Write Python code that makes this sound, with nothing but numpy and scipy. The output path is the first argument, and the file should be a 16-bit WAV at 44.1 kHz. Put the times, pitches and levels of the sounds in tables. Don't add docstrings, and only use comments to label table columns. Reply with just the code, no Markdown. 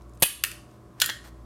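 import sys
import numpy as np
from scipy import signal
from scipy.fft import rfft, irfft, next_fast_len
from scipy.io import wavfile
from scipy.ndimage import uniform_filter1d, map_coordinates

SR = 44100
rng = np.random.default_rng(int(sys.argv[2]) if len(sys.argv) > 2 else 0)


def int16_out(signal):
    q = np.round(np.clip(np.atleast_2d(signal).T, -1, 1) * 32767)
    wavfile.write(sys.argv[1], SR, q.astype(np.int16))


N = 63945


def amp(db):
    return 10 ** (np.asarray(db) / 20)


def unit(x):
    return x / np.sqrt(np.mean(x ** 2) + 1e-20)


def blow(x):
    return x * np.sqrt(.005 * SR / np.sum(x ** 2))


def along(points, hz):
    freq_hz, value = np.transpose(points)
    return np.interp(np.log(hz + 1), np.log(freq_hz + 1), value)


def coloured(x, points, tilt_db=0):
    m = 2 * next_fast_len(len(x))
    hz = np.fft.rfftfreq(m, 1 / SR)
    gain_db = along(points, hz) + tilt_db * np.log2(np.maximum(hz, 1000))
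    cepstrum = irfft(np.log(amp(gain_db)))
    cepstrum[1:m // 2] *= 2
    cepstrum[m // 2 + 1:] = 0
    return irfft(rfft(x, m) * np.exp(rfft(cepstrum)), m)[:len(x)]


def fade(t, t60):
    return np.exp(-np.log(1000) * t / t60)


def add(track, start_s, x):
    part = track[max(round(start_s * SR), 0):][:len(x)]
    part += x[:len(part)]


def sine(hz, t):
    return np.sqrt(2) * np.sin(2 * np.pi * (hz * t + rng.random()))


# start_s, level_db (rms)
MOTOR_LEVEL = [(0, -46.5), (.09, -47), (.2, -49), (.32, -62.5), (.41, -47.5), (.62, -54), (.79, -74.5),
               (.96, -65.5), (1.2, -53.5), (1.43, -44.5)]
MOTOR_HZ = 58.8
# pitch_hz, level_db (rms, before the waver)
HUM_LINES = [(119, -55), (177, -68), (209.9, -66), (328.4, -62), (597.5, -67), (721.4, -70), (1017, -70),
             (1109, -69)]
# (relative, per Hz)
AIR_COLOUR = [(20, -32), (35, -14), (58, -4.5), (87, -7.5), (145, -13), (270, -12.5), (400, -13.5),
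              (460, -19.5), (600, -18.5), (850, -26.5), (1150, -21.5), (1600, -31.5), (2600, -40),
              (8000, -43.5), (12000, -46.5), (16000, -54.5)]
AIR_DB = -52.5


def background():
    t = np.arange(N) / SR
    air = amp(AIR_DB) * unit(coloured(rng.standard_normal(N), AIR_COLOUR))
    out = air + amp(np.interp(t, *np.transpose(MOTOR_LEVEL))) * sine(MOTOR_HZ, t)
    for pitch_hz, level_db in HUM_LINES:
        waver = map_coordinates(rng.standard_normal(64), [t * 9], mode="mirror")
        out += amp(level_db + 2 * waver) * sine(pitch_hz, t)
    return out


# middle_s, length_s, level_db, brightness_db_per_octave
RUBS = [(0.093, 0.23, -87, 2), (0.153, 0.013, -63, 3), (0.73, 0.12, -66.5, -2), (0.994, 0.044, -56.5, -4.5),
        (1.252, 0.026, -49.5, -2.5), (1.277, 0.028, -51.5, -1)]
# (relative, per Hz)
RUB_COLOUR = [(200, -13), (600, 0), (1800, -0.5), (2600, -5), (4500, -5.5), (7000, -7), (9500, -4.5),
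              (11800, -15), (13000, -5), (14400, -4.5), (15300, -20.5)]
GRAINS_PER_S, GRAIN_SPREAD_DB = 4200, 4


def rubs():
    out, t = np.zeros(N), np.arange(N) / SR
    for middle_s, length_s, level_db, tilt_db in RUBS:
        happens = rng.random(N) < GRAINS_PER_S / SR
        size = amp(GRAIN_SPREAD_DB * rng.standard_normal(N))
        slips = happens * size * rng.choice([-1, 1], N)
        stroke = np.exp(-(2 * (t - middle_s) / length_s) ** 2)
        out += amp(level_db) * stroke * unit(coloured(slips, RUB_COLOUR, tilt_db))
    return out


# start_s, level_db, brightness_db_per_octave
TICKS = [(.0105, -55.5, -12), (.02, -63, 0.5), (.095, -64.5, 6), (.136, -62.5, 2), (.174, -59, 1),
         (.713, -65.5, -2)]
# (relative, per Hz)
TICK_COLOUR = [(500, -18), (3500, -8.5), (6500, -3), (9000, -6), (12000, -20.5), (16000, -27.5)]
TICK_T60 = .015


def ticks():
    out, t = np.zeros(N), np.arange(SR // 20) / SR
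    for start_s, level_db, tilt_db in TICKS:
        burst = rng.standard_normal(len(t)) * fade(t, TICK_T60)
        add(out, start_s, amp(level_db) * blow(coloured(burst, TICK_COLOUR, tilt_db)))
    return out


RING_WIDTH_HZ = 32


def ring(modes, t, scatter_db=2.5):
    step = np.sqrt(2 * np.pi * RING_WIDTH_HZ / SR)
    drift = np.cumsum(rng.standard_normal((len(modes), len(t))), axis=1) * step
    out = np.zeros(len(t))
    for (pitch_hz, level_db, t60), blur in zip(modes, drift):
        strength = amp(level_db + scatter_db * rng.normal())
        phase = 2 * np.pi * (pitch_hz * t + rng.random()) + blur * np.sqrt(pitch_hz / 4000)
        out += strength * fade(t, t60) * np.sin(phase)
    return blow(out)


def strikes(contacts, body, modes, attack_s):
    out, t = np.zeros(N), np.arange(SR // 2) / SR
    onset = 1 - np.exp(-t / attack_s)
    for start_s, level_db, tilt_db, t60, ring_db in contacts:
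        chatter = rng.choice([-1, 1], len(t)) * fade(t, t60)
        crack = blow(coloured(chatter, body, tilt_db))
        tone = blow(coloured(ring(modes, t), [(1000, 0)], tilt_db / 2))
        add(out, start_s, amp(level_db) * (crack + amp(ring_db) * tone) * onset)
    return out


# start_s, level_db, brightness_db_per_octave, crack_t60_s, ring_db (re crack)
STRIKER_CONTACTS = [(.1997, -48.5, 9, .015, -12.5), (.2057, -45.5, 6.5, 0.0076, -11),
                    (.212, -48, 2, .012, -6), (.2209, -22.5, -1, 0.067, -3.5),
                    (.2236, -6.5, 1.2, 0.025, -10.5), (.2294, -5, -0.5, 0.021, -8),
                    (.2348, -9.5, 0, 0.022, -5), (.2523, -22.5, 8, .008, -8.5),
                    (.2578, -18.5, 1.5, 0.0056, -5)]
# (relative, per Hz)
STRIKER_BODY = [(100, -8), (700, -8), (1600, -9), (2700, -2.5), (4200, -9), (6500, -12.5), (8000, -7.5),
                (9100, 0.5), (10000, -13.5), (11400, 0), (13500, -9.5), (16000, -18.5)]
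# pitch_hz, level_db (relative), t60_s
STRIKER_MODES = [(2524, -2, 0.16), (2730, -3, 0.076), (2950, -6, 0.18), (3135, -2.5, 0.16),
                 (3398, -5.5, 0.13), (4625, -6, 0.16), (7500, -16, 0.15), (8775, -11, 0.064),
                 (9260, -12, 0.17), (9460, -7.5, .16), (9870, -9, .18), (10670, -7, 0.18),
                 (11165, -1.5, 0.28), (10970, -8.5, 0.18), (11640, -10, 0.234), (12030, -7, .2),
                 (12500, -10, 0.13)]


def striker():
    return strikes(STRIKER_CONTACTS, STRIKER_BODY, STRIKER_MODES, attack_s=0.0005)


# start_s, level_db
FRAME_JOLTS = [(0.224, -17.5), (.2298, -29)]
# pitch_hz, level_db (relative), t60_s
FRAME_MODES = [(76, -6, .04), (165, -0.5, 0.026), (332, -3, .025), (550, 4, 0.031), (695, -1.5, 0.036),
               (837, -1.5, 0.034)]


def frame():
    out, t = np.zeros(N), np.arange(SR // 4) / SR
    onset = 1 - np.exp(-t / .001)
    knock = np.zeros(len(t))
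    for pitch_hz, mode_db, t60 in FRAME_MODES:
        knock += amp(mode_db) * fade(t, t60) * np.sin(2 * np.pi * pitch_hz * t)
    for start_s, level_db in FRAME_JOLTS:
        add(out, start_s, amp(level_db) * blow(knock * onset))
    return out


# start_s, level_db, brightness_db_per_octave, crack_t60_s, ring_db (re crack)
CATCH_CONTACTS = [(.4372, -14, 9.5, 0.01, -16.5), (.4384, -11, -0.5, 0.0075, -13),
                  (.4462, -25.5, -0.5, 0.023, -16.5), (.4495, -32, 17, 0.018, -14),
                  (.5145, -35, 2.5, 0.024, -10.5)]
# (relative, per Hz)
CATCH_BODY = [(200, -31.5), (950, -24.5), (1350, -7), (1800, -6), (2100, -4.5), (2600, 6), (3150, -4),
              (4300, -4.5), (5200, -8.5), (7500, -9), (11500, -7), (15500, -22.5)]
# pitch_hz, level_db (relative), t60_s
CATCH_MODES = [(1420, -4.5, 0.059), (1832, 3.5, 0.071), (2224, -7.5, 0.094), (2390, -8, .2),
               (2450, -5.5, 0.079), (4150, -2.5, 0.11), (9170, -11, 0.27), (11250, -6, 0.18),
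               (12100, -9.5, 0.15), (12350, -12, .16)]


def catch():
    return strikes(CATCH_CONTACTS, CATCH_BODY, CATCH_MODES, attack_s=0.00036)


# start_s, level_db, brightness_db_per_octave, crack_t60_s, ring_db (re crack)
SLIDE_CONTACTS = [(1.0005, -24, 4.5, 0.022, -19), (1.011, -27, 1.5, 0.0295, -8.5),
                  (1.017, -10.5, 0.9, .012, -14.5), (1.0196, -15, -2.5, .018, -7.5),
                  (1.037, -31, -1.5, .012, -13), (1.0417, -25, -2, .012, -15),
                  (1.0597, -21.5, 7.5, 0.02, -13.5)]
# (relative, per Hz)
SLIDE_BODY = [(200, -44.5), (480, -22), (750, -23.5), (1100, -13), (1500, -3.5), (2400, -5), (3200, 2),
              (4500, -0.5), (6500, -7.5), (9500, -8), (13000, -10), (16000, -18.5)]
# pitch_hz, level_db (relative), t60_s
SLIDE_MODES = [(1477, -2, 0.15), (1760, -5, 0.16), (1850, -9, 0.37), (3334, -2, 0.16), (3405, -6.5, 0.152),
               (4350, -5, 0.12), (7100, 0, 0.13), (9500, 1, .16), (10100, -9, 0.16), (13060, -18, 0.15)]


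def slide():
    return strikes(SLIDE_CONTACTS, SLIDE_BODY, SLIDE_MODES, attack_s=0.00063)


# start_s, level_db, brightness_db_per_octave, crack_t60_s, ring_db (re crack)
BARREL_CONTACTS = [(1.0915, -27.5, -2.9, .02, -6), (1.097, -24.5, 1.7, 0.029, -6.5)]
# (relative, per Hz)
BARREL_BODY = [(200, -15), (650, -14.5), (1000, -11.5), (1450, -4), (1900, 4.5), (2400, -17.5),
               (3200, -2.5), (4400, -6.5), (5800, -15), (9500, -19.5), (15000, -25)]
# pitch_hz, level_db (relative), t60_s
BARREL_MODES = [(1474, -11, 0.072), (1735, 6, 0.17), (1784, -0.5, 0.28), (1857, -7.5, 0.59),
                (2150, -4, 0.11), (3270, 6.5, 0.15), (4250, -4, 0.14), (9360, -15, 0.56)]


def barrel():
    return strikes(BARREL_CONTACTS, BARREL_BODY, BARREL_MODES, attack_s=0.00015)


# freq_hz, t60_s
ROOM_T60 = [(200, 0.42), (1500, 0.36), (4000, 0.42), (9000, 0.38), (15000, 0.19)]
# freq_hz, gain_db
ROOM_COLOUR = [(150, -20), (600, -23), (1300, 0.5), (2500, -4.5), (5000, -4.5), (10000, -4), (15000, 0)]
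ROOM_BUILD_S = 0.0036


def room(x, wet_db):
    noise = rng.standard_normal((SR * 3) // 4)
    hz, t, bands = signal.stft(noise, SR, nperseg=256)
    decay = fade(t, along(ROOM_T60, hz)[:, None])
    tail = signal.istft(bands * decay, SR, nperseg=256)[1]
    tail_s = np.arange(len(tail)) / SR
    tail = tail * (1 - np.exp(-(tail_s / ROOM_BUILD_S) ** 2))
    tail = coloured(tail / np.linalg.norm(tail), ROOM_COLOUR)
    return x + amp(wet_db) * signal.fftconvolve(x, tail)[:N]


def scene():
    snap = striker() + frame()
    click = catch()
    clack = slide()
    handling = barrel() + rubs() + ticks()
    out = room(snap, wet_db=-8) + room(click, wet_db=-8)
    out += room(clack, wet_db=-7) + room(handling, wet_db=-8)
    return (out + background())[None]


LIMIT_DB, RECOVER_DB_PER_S = -11, 19
LOW_CUT_HZ, TOP_HZ = 44, 15900


def record(dry):
    power = np.abs(uniform_filter1d(dry[0] ** 2, size=128))
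    level_db = 10 * np.log10(power + 1e-12)
    excess_db = np.maximum(level_db - LIMIT_DB, 0)
    recovery = RECOVER_DB_PER_S * np.arange(N) / SR
    duck_db = np.maximum.accumulate(excess_db + recovery) - recovery
    held = np.clip(dry * amp(-uniform_filter1d(duck_db, size=32)), -1, 1)
    low_cut = signal.butter(2, LOW_CUT_HZ, "high", fs=SR, output="sos")
    top_cut = signal.ellip(10, .1, 90, TOP_HZ, fs=SR, output="sos")
    return signal.sosfilt(top_cut, signal.sosfilt(low_cut, held))


dry = scene()
out = record(dry)
int16_out(out)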